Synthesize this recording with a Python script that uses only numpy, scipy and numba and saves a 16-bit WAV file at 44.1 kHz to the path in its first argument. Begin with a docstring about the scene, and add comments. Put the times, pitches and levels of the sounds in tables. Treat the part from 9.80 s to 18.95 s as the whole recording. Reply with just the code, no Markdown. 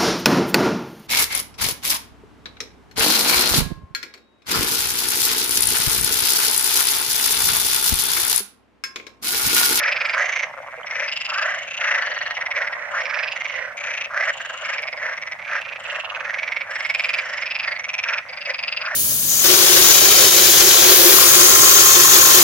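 """Water frogs call over one another on a weedy pond. Near rattles are arches of beaten notes, each
eight slowing clicks ringing a vocal sac and a throat; smaller frogs rattle higher and evenly.
Quacks are fast pulse trains through a gliding sac resonance; grunts are threes of dull knocks.
A far chorus, ticks and one bubble of water, and faint air fill the gaps.
Decaying noise tails give the short echo of reeds and banks."""
import sys
import numpy as np
from scipy import signal
from scipy.fft import rfft, irfft
from scipy.io import wavfile
from numba import njit

SR = 44100
rng = np.random.default_rng(int(sys.argv[2]) if len(sys.argv) > 2 else 0)


def master(y):
    """Save y as 16-bit WAV."""
    cut = np.clip(np.atleast_2d(y).T, -1, 1)
    pcm = np.round(cut * 32767)  # scale
    wavfile.write(sys.argv[1], SR, pcm.astype(np.int16))


N = 403515

# Quacks. Each row: start, loudest moment and end in seconds, sac resonance at start and at end in Hz,
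# relative level in dB, left minus right in dB.
QUACK_CALLS = [(-.04, 0.06, 0.18, 1683, 2060, -21, 2), (0.119, .221, 0.76, 1572, 1920, -31, -2),
               (0.329, 0.41, 0.48, 1207, 2310, -21.5, -3), (1.082, 1.198, 1.364, 1842, 2050, -26, 5),
               (1.467, 1.657, 1.872, 1302, 2130, -23.5, 0), (1.977, 2.091, 2.39, 1612, 1980, -24, 4),
               (2.732, 2.784, 2.93, 1961, 1600, -25.5, -1), (2.9, 3.022, 3.23, 1890, 1700, -34, -8.5),
               (3.117, 3.181, 3.256, 1233, 2390, -22, -0.5), (3.227, 3.372, 3.534, 1594, 1970, -27.5, -6),
               (3.676, 3.79, 3.95, 2187, 1590, -29.5, -6.5), (4.002, 4.087, 4.28, 1691, 2180, -29, 1),
               (4.301, 4.439, 4.465, 1342, 2110, -21, -1.5), (4.449, 4.514, 4.51, 1610, 2000, -16, 0.5),
               (4.769, 4.899, 5.09, 1437, 2114, -30.5, 3), (5.175, 5.262, 5.37, 1947, 1770, -25, 0),
               (5.663, 5.763, 5.81, 1638, 1850, -23, -1), (6.009, 6.159, 6.22, 1808, 1770, -31, -1.5),
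               (6.418, 6.475, 6.8, 1535, 2260, -34, -2), (6.829, 6.969, 7.16, 1546, 2250, -31, -0.5),
               (7.171, 7.405, 7.9, 1863, 1870, -32.5, -2), (7.791, 7.889, 8, 1630, 2040, -31, -1.5),
               (8.221, 8.304, 8.42, 1782, 1590, -26.5, -1.5), (8.659, 8.701, 8.73, 2170, 1960, -23, 1),
               (8.992, 9.147, 9.16, 1299, 1900, -26, 0)]
# Higher, even rattles, mostly of smaller frogs; the row at 2.19-2.56 s carries on a near frog's rattle. Each
# row: first and last note in seconds, throat resonance at start and at end in Hz, relative level in dB.
SHRILL_RATTLES = [(0.268, 0.584, 7460, 5800, -34), (1.336, 1.835, 7140, 6700, -31.5),
                  (2.187, 2.556, 6130, 5830, -31), (3.121, 3.239, 7200, 6500, -37.5),
                  (3.531, 3.768, 6650, 6100, -34), (3.979, 4.108, 6840, 6640, -49.5),
                  (4.459, 4.944, 7050, 6960, -31), (6.005, 6.204, 7500, 7200, -35),
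                  (6.916, 7.618, 7550, 6800, -35)]
# Loudness of the grunting frogs. Each row: time in seconds, relative level in dB.
GRUNT_LEVELS = [(0, -33.5), (1, -33), (1.4, -43), (2.4, -33), (3.3, -33), (3.95, -39), (5.1, -34),
                (5.5, -40.5), (6.2, -32), (7, -37.5), (8.05, -40), (8.7, -38.5)]
# Ticks of water among the weeds. Each row: time in seconds, level in dB.
WATER_TICKS = [(3.974, -52), (5.022, -49), (5.815, -52), (8.141, -48.5)]
# Spectrum of the still air. Each row: frequency in Hz, relative density in dB per Hz.
AIR_SPECTRUM = [(25, -19.5), (70, 10), (140, 10.5), (220, 5.5), (400, -0.5), (2000, -23), (6000, -10),
                (9000, -13.5), (15000, -22)]
# Colour of the microphone pair, scaled per side. Each row: frequency in Hz, relative left minus right in dB.
PORT_COLOUR = [(1000, -0.5), (1700, 0.5), (2100, -5), (3000, 0), (3800, 1), (4900, 4), (5600, 5.5),
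               (6500, 5.5), (8000, 3)]
# Near rattles. Each row: first and last note in seconds, note count, lead of the middle notes on an
# even beat in seconds, fullest moment in seconds, sac resonance when fullest and when slackest in Hz,
# level when fullest and when slackest in dB, throat resonance at start and at end in Hz,
# relative throat level in dB, left minus right in dB.
NEAR_RATTLES = [(.001, .342, 9, 0, .18, 2440, 2250, -22, -23.5, 5160, 5000, -10.5, -2),
                (.396, .636, 8, 0, .6, 2200, 1930, -24, -26, 6400, 6050, -12, -2.5),
                (1.076, 1.248, 5, .002, 1.24, 2420, 2100, -28.5, -29.5, 5600, 5900, -11, 1.5),
                (1.289, 1.631, 9, 0, 1.43, 2780, 2550, -26, -26, 5080, 5060, -5, 1),
                (1.885, 2.153, 9, .004, 2.05, 2720, 2480, -27.5, -32, 6450, 6000, -12, 1),
                (2.015, 2.19, 6, .002, 2.14, 1930, 2100, -22, -24, 5800, 5300, -21, .5),
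                (2.229, 2.515, 7, 0, 2.41, 1870, 1790, -25, -25, 4500, 4300, -12, .5),
                (2.575, 2.934, 8, .01, 2.74, 2130, 1940, -23.5, -27, 5900, 5350, -19, .5),
                (3.219, 3.526, 8, 0, 3.47, 2530, 2080, -27.5, -29, 5400, 5000, -9, -5),
                (3.57, 3.79, 6, -.002, 3.62, 2180, 2000, -26.5, -33, 6100, 5600, -21, -2),
                (3.985, 4.253, 9, .008, 4.19, 2520, 2250, -27.5, -30.5, 6550, 5970, -14, 3),
                (4.612, 4.748, 4, 0, 4.63, 1750, 1280, -29, -33, 6000, 6000, -28, -2),
                (4.856, 5.182, 8, .007, 4.98, 2370, 2000, -26.5, -32, 5320, 5150, -10.5, -.5),
                (5.336, 5.528, 5, .002, 5.45, 2090, 1950, -28.5, -30.5, 5800, 5670, -14, 1),
                (5.598, 5.966, 12, .013, 5.84, 2600, 2100, -33, -37, 6100, 6000, -27, -4),
                (6.061, 6.453, 9, .002, 6.2, 2720, 2420, -30.5, -34, 6000, 5900, -25, -6.5),
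                (6.326, 6.817, 12, .002, 6.73, 2270, 1290, -25.5, -32, 6400, 5400, -22, -2.5),
                (6.918, 7.393, 11, .002, 7.24, 2480, 1800, -20, -29, 5450, 5000, -12, -1.5),
                (7.46, 7.843, 10, .001, 7.77, 2550, 1500, -24.5, -31, 5400, 5000, -9, -1),
                (7.885, 7.968, 3, 0, 7.89, 2000, 2130, -22.5, -30, 4850, 4500, -9, 0),
                (8.003, 8.387, 9, 0, 8.23, 2480, 2170, -22, -28, 5950, 5400, -11, 0),
                (8.5, 9.066, 14, .009, 8.9, 2610, 2320, -24.5, -35, 4900, 4880, -4.5, 1)]
# Tone curves. Each row: frequency in Hz, gain in dB.
QUACK_TONE = [(300, -32.5), (430, -12), (560, 15), (2300, -1.5), (3700, -8.5), (5800, 2), (8500, -10.5)]
FAR_TONE = [(2400, 1), (3400, -1.5)]
AIR_SIDE_TONE = [(150, -10), (600, -16.5), (4000, -22.5)]
# Mean click sizes of a note in dB, last click first.
CLICK_SIZES_DB = np.array([-2.0, -1.0, 0.0, -1.0, -7, -15.5, -14.5, -12.5])

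TOP_HZ = 15700
FRAME = 4096
HZ = np.fft.rfftfreq(FRAME, 1 / SR) + 1e-3  # offset avoids division by zero
END_HURRY = 0.0252  # crowds the first and last notes of a rattle
QUACK_BASE_HZ, QUACK_PULSES_PER_SAC_HZ = 198.9, .15  # a tauter sac goes with faster pulses
NOTE_SCATTER_DB, NOTE_SCATTER_PITCH = 0.83, 0.027  # standard deviations; pitch as a share
CRISP_DB = -47.5  # click top of the loudest rattle, before the note is levelled


def undb(db):
    """Decibels to gain."""
    return 10 ** (np.asarray(db) / 20)


def level(x, db):
    """Scale to an rms level."""
    return x * undb(db) / np.sqrt(np.mean(x ** 2))


def curve(table, t):
    """Interpolate the columns of a table at time t."""
    s, *columns = np.transpose(table)
    return [np.interp(t, s, c) for c in columns]


def colour(x, points, power=1):
    """Filter by (Hz, dB) points, interpolated over log frequency."""
    f, db = np.transpose(points)
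    bins_hz = np.arange(N + 1) * SR / (2 * N)
    gain_db = power * np.interp(np.log(bins_hz + 1), np.log(f), db)
    return irfft(rfft(x, 2 * N) * undb(gain_db))[..., :N]


def ring(hz, width_hz):
    """Response of one resonance, 1 at its centre."""
    return 1 / (1 + 1j * (HZ ** 2 - hz ** 2) / (HZ * width_hz))


def roll_off(hz, kind, order):
    """Response of a Butterworth low-pass or high-pass."""
    return signal.freqs(*signal.butter(order, 1, kind, analog=True), HZ / hz)[1]


def clicks(times_s, sizes):
    """Spectrum of a few clicks around the middle of a frame."""
    return sizes @ np.exp(-2j * np.pi * np.outer(times_s + FRAME / SR / 2, HZ))


def add(out, s, sound, db, pan_db=0, lasts_s=0.022):
    """Mix in a sound centred on s, at its rms level while it lasts, with a pan-dependent port delay."""
    sound = sound / np.sqrt(np.sum(sound ** 2) / (SR * lasts_s))
    lag = int(round(3.3 + .9 * min(pan_db, 0)))  # samples, right behind left
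    for port, side in enumerate((1, -1)):
        at = int(s * SR) - len(sound) // 2 + np.arange(len(sound)) + port * lag
        inside = (at >= 0) & (at < N)
        out[port, at[inside]] += undb(db + side * pan_db / 2) * sound[inside]


@njit
def moving_ring(x, hz, width_hz):
    """State-variable band-pass whose centre moves."""
    y, b, l = np.empty(len(x)), 0., 0.
    for i in range(len(x)):
        g, k = np.tan(np.pi * hz[i] / SR), width_hz / hz[i]
        v = (b + g * (x[i] - l)) / (1 + g * (g + k))
        b, l, y[i] = 2 * v - b, l + 2 * g * v, k * v
    return y


def note(sac_hz, throat_hz, throat_db, crisp=0, last_gap_s=.0047, slowing=.8, last_click_s=.0054,
         sac_width_hz=250, throat_width_hz=260, dulling_db=1.57):
    """Clicks that slow down and swell ring the sac and the throat; the late, slow ones are duller."""
    # counted backwards from the last click
    gaps_s = last_gap_s * slowing ** np.arange(7) * (1 + .07 * rng.standard_normal(7))
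    times_s = last_click_s - np.r_[0, np.cumsum(gaps_s)]
    sizes = undb(CLICK_SIZES_DB + 2.1 * rng.standard_normal(8))
    throat_sizes = sizes * undb(dulling_db * np.arange(8))
    struck = clicks(times_s, sizes)

    sac = ring(sac_hz, sac_width_hz) * roll_off(0.42 * sac_hz, "low", order=1)
    sac = sac + undb(-33.5) * ring(694, 100)
    throat = undb(throat_db - 13.5) * ring(throat_hz, throat_width_hz)
    voice = sac * struck - throat * clicks(times_s, throat_sizes)
    voice = voice * roll_off(1.046 * throat_hz, "low", order=7) * roll_off(550, "high", order=4)
    top = crisp * struck * roll_off(5500, "high", order=2) * roll_off(12000, "low", order=3)
    return irfft(voice + top)


def banks(x, t60_s=0.29):
    """Scattered echoes from reeds and banks: decaying noise, different at each ear."""
    t = np.arange(SR // 2) / SR
    tail = rng.standard_normal((2, len(t))) * undb(-60 * t / t60_s) * (t > .006)
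    tail /= np.sqrt(np.sum(tail ** 2, axis=1, keepdims=True))
    return signal.fftconvolve(x.mean(0)[None], tail, axes=1)[:, :N]


def air(air_db=-60):
    """Shaped noise: a faint low rumble under a thin hiss, nearly alike in both ears."""
    mid, side = rng.standard_normal((2, N))
    side = colour(side, AIR_SIDE_TONE)
    return level(colour(mid + side * np.array([[1], [-1]]), AIR_SPECTRUM), air_db)


def water():
    """Ticks are decaying noise bursts; one bubble is a sine that glides up as it bursts."""
    out = np.zeros((2, N))
    t = np.maximum(np.arange(FRAME) - FRAME // 2, 0) / SR
    for s, db in WATER_TICKS:
        burst = rng.standard_normal(FRAME) * (t > 0) * np.exp(-t / .0008)
        tick = irfft(rfft(burst) * ring(7500, 5000) * roll_off(8000, "low", order=3))
        add(out, s, tick, db)
    bubble = np.sin(2 * np.pi * (2900 * t + 28000 * t ** 2)) * t * np.exp(-t / 0.0021)
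    add(out, 1.031, bubble, -45, -6)
    return out


def far_chorus(count=40, far_db=-49):
    """Twelve-note rattles from across the pond, dulled by the distance."""
    out = np.zeros((2, N))
    for k in range(count):
        when, size, tempo, side = rng.uniform(-1, 1, 4)
        start_s = (k - 1 + when / 2) * N / SR / (count - 1)
        gap_s = .045 + .005 * tempo
        for n, arch in enumerate(np.sin(np.linspace(0, np.pi, 12))):
            sound = note(1750 + 200 * size + 350 * arch, 6000 + 600 * size, -17.5)
            add(out, start_s + n * gap_s, sound, far_db + 4 * arch, 5 * side)
    return colour(out, FAR_TONE)


def grunts(count=340, gap_s=.0075, grunt_db=-4):
    """Frogs among the weeds grunt in threes of low, dull knocks on three body resonances."""
    out = np.zeros((2, N))
    for k in range(count):
        s, chance = (k + rng.random()) * N / SR / count, rng.standard_normal(10)
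        body = ring(570 * np.exp(0.074 * chance[0]), 89)
        body = body - 0.86 * ring(1200 * np.exp(0.27 * chance[1]), 250)
        body = body + 0.91 * ring(1900 * np.exp(0.25 * chance[2]), 220)
        body = body * roll_off(532, "high", order=7) * roll_off(1680, "low", order=5)
        times_s = gap_s * (np.arange(3) - 1 + .1 * chance[3:6])
        knocks = clicks(times_s, undb(3.5 * chance[6:9]))
        add(out, s, irfft(body * knocks), curve(GRUNT_LEVELS, s)[0] + grunt_db, 4.5 * chance[9])
    return out


def quacks(edge_db=-16, sac_width_hz=280, throb_hz=31, throb_db=3, throb_lean=0.35,
           throat_first_hz=6400, throat_last_hz=5500, throat_db=-25,
           rate_rise=.15, rough=0.6, sac_swing=0.088):
    """Pulses, quickest at full effort, ring a gliding sac; each throb swells slowly and drops fast."""
    out = np.zeros((2, N))
    for start, top, end, first_hz, last_hz, db, pan_db in QUACK_CALLS:
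        rate_hz = QUACK_BASE_HZ + QUACK_PULSES_PER_SAC_HZ * first_hz
        t = np.arange(int(start * SR), int(end * SR)) / SR
        chance = rng.standard_normal((256, 2))
        effort = 1 - np.interp(t, [start, top, end], [-1, 0, 1]) ** 2
        throb = 2 * np.pi * throb_hz * (t - top)

        cycles = np.cumsum(rate_hz * (1 + rate_rise * (effort - 1))) / SR
        at = np.searchsorted(cycles, np.cumsum(np.exp(.17 * rough * chance[:, 0])))
        pulses = np.bincount(at, undb(3 * rough * chance[:, 1]), len(t))[:len(t)]

        sac_hz = np.linspace(first_hz, last_hz, len(t)) * (1 + sac_swing * np.sin(throb))
        throat_hz = np.linspace(throat_first_hz, throat_last_hz, len(t))
        voice = moving_ring(moving_ring(pulses, sac_hz, float(sac_width_hz)), sac_hz, 3300.0)
        voice = voice + undb(-15.0) * moving_ring(pulses, np.full(len(t), 630.), 130.0)
        voice = voice - undb(throat_db) * moving_ring(pulses, throat_hz, 170.0)

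        swell_db = edge_db * (1 - effort)
        swell_db = swell_db + throb_db * (np.cos(throb) + throb_lean * np.sin(2 * throb))
        voice = level(voice, db - 1.5) * undb(swell_db) * signal.windows.tukey(len(t), .12)
        voice_db = 10 * np.log10(np.mean(voice ** 2))
        add(out, (start + end) / 2, voice, voice_db, pan_db, end - start)
    return colour(out, QUACK_TONE)


def shrill_frogs(sac_hz=2880, throat_db=-8.0):
    """Higher rattles in an even rhythm, trailed by their echo: mostly smaller frogs further off, with one near
    frog's rattle carried on."""
    out = np.zeros((2, N))
    for start, end, first_hz, last_hz, db in SHRILL_RATTLES:
        count = round((end - start) * 25) + 1  # about 25 notes per second
        throats_hz = np.linspace(first_hz, last_hz, count)
        for s, throat_hz in zip(np.linspace(start, end, count), throats_hz):
            sound = note(sac_hz, throat_hz, throat_db, last_gap_s=0.0042, throat_width_hz=450)
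            add(out, s, sound, db - 5.0, 1.5)
    return out + undb(0.5) * banks(out, t60_s=0.5)


def rattles():
    """Near frogs: effort arches the sac's pitch and the level, while the throat slides."""
    out = np.zeros((2, N))
    loudest_db = max(row[7] for row in NEAR_RATTLES)
    for (start, end, count, ahead_s, fullest, full_hz, slack_hz, full_db, slack_db,
         first_hz, last_hz, throat_db, pan_db) in NEAR_RATTLES:
        u = np.linspace(-1, 1, count)
        times = start + (end - start) * (1 + u + END_HURRY * u * (1 - u ** 2)) / 2
        times = times - ahead_s * (1 - u ** 2)
        slack = ((times - fullest) / max(fullest - start, end - fullest)) ** 2
        chance = rng.standard_normal((count, 2))

        sacs_hz = full_hz + slack * (slack_hz - full_hz)
        sacs_hz = sacs_hz * (1 + NOTE_SCATTER_PITCH * chance[:, 0])
        throats_hz = np.linspace(first_hz, last_hz, count)
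        levels_db = full_db + slack * (slack_db - full_db) + NOTE_SCATTER_DB * chance[:, 1]
        crisp = undb(CRISP_DB) * (full_db == loudest_db)
        for s, sac_hz, throat_hz, db in zip(times, sacs_hz, throats_hz, levels_db):
            add(out, s, note(sac_hz, throat_hz, throat_db, crisp), db, pan_db)
    return out


def scene():
    """Near frogs come almost dry; the far chorus mostly by way of the banks."""
    near, around, far = rattles() + water(), quacks() + grunts(), far_chorus()
    echo = undb(-10) * banks(near, t60_s=.18) + undb(-11) * banks(around, t60_s=.2)
    distance = undb(1) * far + undb(2) * banks(far, t60_s=.5)
    return near + around + shrill_frogs() + echo + distance + air()


def record(dry):
    """Two ports colour the sound differently; the strongest peaks are rounded, and the top is cut."""
    heard = np.array([colour(dry[0], PORT_COLOUR, 0.26), colour(dry[1], PORT_COLOUR, -0.69)])
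    ceiling = 0.48
    heard = heard / (1 + (heard / ceiling) ** 6) ** (1 / 6)
    return signal.sosfilt(signal.ellip(8, .2, 80, TOP_HZ, fs=SR, output="sos"), heard)


dry = scene()
out = record(dry)
master(out)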